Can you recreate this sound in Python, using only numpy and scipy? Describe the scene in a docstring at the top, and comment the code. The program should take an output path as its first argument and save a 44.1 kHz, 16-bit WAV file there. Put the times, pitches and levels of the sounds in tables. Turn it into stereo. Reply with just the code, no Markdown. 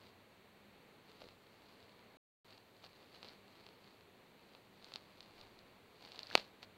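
"""A quiet garden, a hand-held camera very close to a snail on a seedling, two microphones.
Under steady outdoor hiss, fingers rub softly on the camera, with dry ticks and knocks just after 1 s.
At 2.2 s the sound cuts out for a quarter of a second. The grip goes on shifting: strokes of tiny
slips, and clusters of ticks that ring the camera's small housing. The firmest rubbing comes
after 6 s, with one sharp snap at 6.35 s and a few last ticks."""
import sys
import numpy as np
from scipy import signal
from scipy.fft import rfft, irfft
from scipy.io import wavfile

SR = 44100
rng = np.random.default_rng(int(sys.argv[2]) if len(sys.argv) > 2 else 0)


def dump_mix(stems):
    """Bounce the given channels to the path in sys.argv[1] as a 16-bit WAV at rate SR."""
    frames = np.atleast_2d(stems).T  # one column per channel
    limited = np.clip(frames, -1, 1)  # hard clip at full scale
    pcm = np.round(limited * 32767).astype(np.int16)
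    wavfile.write(sys.argv[1], SR, pcm)


N = 298557

# the grip's rubbing strokes, each swelling and fading: middle_s, half_length_s, pressure_db
STROKES = [(0.05, .05, -70), (1.098, 0.029, -70.5), (1.23, .08, -68.5), (1.701, .22, -73.5),
           (2.52, 0.064, -69.5), (2.845, 0.017, -63), (2.961, 0.19, -72.5), (3.153, 0.021, -63.5),
           (3.277, 0.05, -63.5), (3.597, 0.13, -72), (3.88, 0.066, -73), (4.521, 0.097, -75),
           (4.904, .085, -66.5), (5.3, .32, -73.5), (5.403, 0.052, -69), (6.06, 0.041, -65),
           (6.21, .15, -63.2), (6.368, .052, -54), (6.635, 0.0084, -58.5)]
# the bright and the dull part of a stroke: frequency_hz, relative_db
SCRATCH_SPECTRUM = [(300, -26.5), (1000, -11.5), (1700, -3.5), (2600, 0), (3400, -1.5), (4500, 5.5),
                    (5300, -12.5), (6300, -17.5), (7500, -24), (10000, -35.5), (16000, -45.5)]
SCUFF_SPECTRUM = [(40, -7), (150, -2), (350, 1), (700, -0.5), (1200, -5), (2000, -29), (5000, -27)]
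# clear dry ticks: start_s, relative_db, dullness_db (how far the low ring stands above the bright one)
GRIP_TICKS = [(1.1174, -55.5, -2), (1.2185, -48.5, 1), (1.288, -50.5, 1), (2.5798, -54, -19),
              (2.8417, -49, -1), (2.8646, -51, -9), (3.1477, -55, 2), (3.23, -42.5, -3), (3.2466, -48, -4),
              (3.6659, -46.5, -2), (3.6892, -52, -2), (3.844, -55.5, -3), (4.0095, -56.5, 1),
              (4.5504, -49.5, 2), (4.845, -45.5, -23), (4.9208, -47, 3), (4.9388, -39, -19),
              (4.9591, -34.5, -9), (4.9671, -51, -6), (5.2066, -44, -11.5), (5.229, -54, -13),
              (5.4133, -47.5, -14), (5.5907, -53, -19), (6.0503, -46.5, -6), (6.1198, -44.5, -9),
              (6.1599, -46.5, -12), (6.1922, -36.5, -12), (6.3023, -43, -3), (6.3294, -42, 0),
              (6.3773, -30, -3), (6.3807, -39, 6), (6.3976, -42.5, -3), (6.6299, -44, -8)]
# broad resonances of the camera's housing: centre_hz, width_hz
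HOUSING_RESONANCES = [(750, 800), (2800, 1170), (4130, 1070)]
# colour of the snap: frequency_hz, relative_db
SNAP_SPECTRUM = [(40, -35), (130, -17.5), (350, -2), (780, 4.5), (1250, 1.5), (1700, -10), (2650, 2),
                 (3800, -3.5), (4500, -2.5), (5400, -12), (6200, -17), (7500, -25), (11000, -25.5),
                 (15500, -44)]
# taps at one pitch, from dull knocks to thin pips: start_s, pitch_hz, level_db
PITCHED_TAPS = [(1.2185, 610, -43), (1.2335, 620, -52), (1.243, 450, -52), (1.2535, 480, -50.5),
                (1.267, 380, -54), (2.8486, 4400, -47), (3.2466, 432, -50), (3.2866, 4230, -41.5),
                (3.665, 1140, -51), (6.2319, 4300, -35.5), (6.2702, 4570, -40), (6.3124, 1620, -38),
                (6.378, 198, -49), (6.6298, 2700, -41)]
# the hand on the camera: middle_s, half_length_s, level_db
HAND_MOVES = [(1.27, 0.049, -75), (5.48, 0.18, -75)]
# colour of the hand's rumble: frequency_hz, relative_db
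RUMBLE_SPECTRUM = [(20, 2), (50, -1.5), (75, -1), (130, -11.5), (300, -36), (1000, -69)]
# garden air: frequency_hz, relative_db
AIR_SPECTRUM = [(20, -19.5), (60, -13), (100, -4), (140, -6), (200, -2.5), (300, -6), (420, -2.5),
                (620, -7.5), (950, -9), (1600, -13.5), (2250, -11.5), (3300, -17.5), (4400, -15.5),
                (5200, -36)]
# how alike the air is at the two microphones: frequency_hz, correlation (0 to 1)
AIR_LIKENESS = [(60, 0.87), (290, 0.88), (640, 0.83), (1400, 0.58), (3100, 0.58), (6000, 1)]
# faint distant drone: pitch_hz, level_db
DRONE_TONES = [(102.3, -82), (199.2, -79.5)]
# each microphone's own hiss: frequency_hz, relative_db
HISS_SPECTRUM = [(100, 1.5), (4600, 3.5), (5100, -2), (6000, -0.3), (9000, -0.88), (12000, -1),
                 (15600, 0.6)]
# narrow dips in the camera's treble: centre_hz, width_hz, gain_db
TREBLE_DIPS = [(10050, 490, -6.5), (15030, 400, -9)]

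CLICK_SAMPLES, TICK_SPAN_S = 2048, .002
LIGHT_STROKE_DB = -70.5  # the pressure from which a stroke's firmness is counted


def rubbing(slips_per_s=4500, spread_db=3.0, scuff_db=-71.5, scuff_growth=.7):
    """Each stroke of a finger on the housing is a swarm of tiny slips: bright scratch, dull scuff."""
    t = np.arange(N) / SR
    slips = rng.standard_normal(N) * (rng.random(N) < slips_per_s / SR)
    slips *= amp(spread_db * np.minimum(rng.exponential(1, N), 4))
    scratch = np.sqrt(sum(amp(db) ** 2 * np.exp(-((t - s) / half) ** 2) for s, half, db in STROKES))
    scuff = amp(scuff_db) * (scratch / amp(LIGHT_STROKE_DB)) ** scuff_growth  # firm strokes are brighter
    return scratch * coloured(slips, SCRATCH_SPECTRUM) + scuff * coloured(slips, SCUFF_SPECTRUM)


def ticks(rows, detune=0.013, fizz_top_hz=7200, gain_db=-3.5, echo_db=-16):
    """Each tick rings the housing for a millisecond or two; dull ones favour the lower resonances."""
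    hz, out = np.fft.rfftfreq(CLICK_SAMPLES, 1 / SR), np.zeros(N)
    centre, width = np.transpose(HOUSING_RESONANCES)[:, :, None]
    for (s, db, dull_db), shift in zip(rows, rng.standard_normal(len(rows))):
        ring_hz = centre * (1 + detune * shift)  # no two ticks have quite the same colour
        bands = (1 + ((hz ** 2 - ring_hz ** 2) / (2 * (hz + 1) * width)) ** 2) ** -4
        fizz_db = -26.5 - .32 * dull_db  # dull ticks have less fizz above the ring
        bands[-1] += amp(fizz_db) ** 2 / (1 + (hz / fizz_top_hz) ** 8)
        bands /= bands.sum(1, keepdims=True)
        power = amp([dull_db, -.5 + .58 * dull_db, 0]) ** 2 @ bands  # low, middle, bright
        add(out, s - .0002, amp(db) * impulse(np.sqrt(power)))
    return amp(gain_db) * (out + amp(echo_db) * soil_echoes(out, t60_s=0.018))


def crackles(light_rate_hz=34, rate_growth=.35, level_growth=.735):
    """Faint ticks at random moments of each stroke; a firmer stroke sheds more and louder ones."""
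    rows = []
    for s, half, db in STROKES:
        firm_db = db - LIGHT_STROKE_DB
        count = round(2 * half * light_rate_hz * amp(rate_growth * firm_db))
        for when, size, colour in rng.standard_normal((count, 3)):
            relative_db = -59.5 + level_growth * firm_db + 2.5 * size
            dull_db = -3 + 4 * colour
            rows.append((s + half * when / 2, relative_db, dull_db))
    return ticks([row for row in rows if row[0] > TICK_SPAN_S])


def snap(start_s=6.3532, level_db=-15, slip_s=.00045, slip_db=-9, echo_db=-23, smear=0.67):
    """One hard crack, close to the microphones, that gives way in two quick steps."""
    hz, out = np.fft.rfftfreq(CLICK_SAMPLES, 1 / SR), np.zeros(N)
    click = amp(level_db) * impulse(amp(value_at(SNAP_SPECTRUM, hz)))
    click = signal.lfilter([smear, -1], [1, -smear], click)  # the lows arrive just after the edge
    add(out, start_s, click)
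    add(out, start_s + slip_s, amp(slip_db) * click)
    return out + amp(echo_db) * soil_echoes(out, t60_s=0.032)


def knocks(base_rise_s=.00025, rise_cycles=.4):
    """Small taps that swell quickly and ring at one pitch for only a few cycles."""
    t, out = np.arange(CLICK_SAMPLES) / SR, np.zeros(N)
    for s, hz, db in PITCHED_TAPS:
        rise_s = base_rise_s + rise_cycles / hz
        envelope = amp(db) * t / rise_s * np.exp(1 - t / rise_s)
        add(out, s, envelope * np.sin(2 * np.pi * hz * t))
    return out


def soil_echoes(x, t60_s):
    """Dense echoes from the soil and stones close by."""
    t = np.arange(SR // 8) / SR
    tail = rng.standard_normal(len(t)) * amp(-60 * t / t60_s) * (t > TICK_SPAN_S / 2)
    return signal.oaconvolve(x, tail / np.linalg.norm(tail))[:N]


def hand_rumble():
    """Handling noise: low swells from the hand on the camera."""
    t = np.arange(N) / SR
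    pressure = sum(amp(db) * np.exp(-((t - s) / half) ** 2 / 2) for s, half, db in HAND_MOVES)
    return pressure * coloured(rng.standard_normal(N), RUMBLE_SPECTRUM)


def garden_air(level_db=-64.5, swell_db=0.68, top_hz=5600):
    """A soft distant wash, mostly shared by both microphones."""
    hz = np.fft.rfftfreq(N, 1 / SR)
    likeness = value_at(AIR_LIKENESS, hz)
    noise = rfft(rng.standard_normal((2, N))) / np.sqrt(1 + (hz / top_hz) ** 10)
    mid, side = noise * np.sqrt([1 + likeness, 1 - likeness])
    wash = coloured(irfft([mid + side, mid - side], N), AIR_SPECTRUM)
    return amp(level_db + swell_db * drift(1)) * wash


def distant_drone(waver=0.73, wander_rad=1.56):
    """Two faint low tones from far off, wavering in level and pitch."""
    t, out = np.arange(N) / SR, np.zeros(N)
    for hz, db in DRONE_TONES:
        envelope = 1 + waver * drift(5.1)
        phase = 2 * np.pi * hz * t + wander_rad * drift(6)
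        out += amp(db) * unit_rms(envelope * np.sin(phase))
    return out


def microphone_hiss(level_db=-73):
    """Each microphone adds its own steady noise."""
    return amp(level_db) * coloured(rng.standard_normal((2, N)), HISS_SPECTRUM)


def amp(db):
    """Decibels to gain."""
    return 10 ** (np.asarray(db) / 20)


def unit_rms(x):
    """Scales to rms 1."""
    return x / np.sqrt(np.mean(x ** 2) + 1e-20)


def value_at(points, hz):
    """A curve's value at hz, on a log-frequency axis."""
    f, value = np.transpose(points)
    return np.interp(np.log(hz + 1), np.log(f + 1), value)


def add(mix, start_s, sound):
    """Adds a sound to the mix at start_s."""
    part = mix[round(start_s * SR):][:len(sound)]
    part += sound[:len(part)]


def coloured(x, spectrum):
    """Filters x by a spectrum, at rms 1."""
    return unit_rms(irfft(rfft(x) * amp(value_at(spectrum, np.fft.rfftfreq(N, 1 / SR))), N))


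def drift(top_hz):
    """Slow random wander, at rms 1."""
    return unit_rms(irfft(rfft(rng.standard_normal(N)) * (np.fft.rfftfreq(N, 1 / SR) < top_hz), N))


def impulse(gain):
    """The minimum-phase click with this spectrum, with the energy of rms 1 over one tick span."""
    log_gain = np.log(np.maximum(gain / gain.max(), 1e-5))
    mirrored = np.concatenate([log_gain, log_gain[-2:0:-1]])
    click = np.fft.ifft(np.exp(np.conj(signal.hilbert(mirrored)))).real
    return click * np.sqrt(TICK_SPAN_S * SR / np.sum(click ** 2))


def scene():
    """The camera's handling noise is close and centred, with garden air and hiss around it."""
    background = microphone_hiss() + hand_rumble() + garden_air() + distant_drone()
    return background + knocks() + snap() + rubbing() + ticks(GRIP_TICKS) + crackles()


def record(dry, cut_start_s=2.171, cut_end_s=2.446, top_hz=15800):
    """The camera's treble dips, the brief cut to silence and the band limit."""
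    t, hz = np.arange(N) / SR, np.fft.rfftfreq(N, 1 / SR)
    dips_db = sum(db * np.exp(-((hz - f) / width) ** 2) for f, width, db in TREBLE_DIPS)
    live = (t < cut_start_s) | (t > cut_end_s)
    sound = irfft(rfft(dry) * amp(dips_db), N) * live
    lowpass = signal.firwin(511, top_hz, window=("kaiser", 9), fs=SR)
    return signal.oaconvolve(sound, lowpass[None], "same")


dry = scene()
out = record(dry)
dump_mix(out)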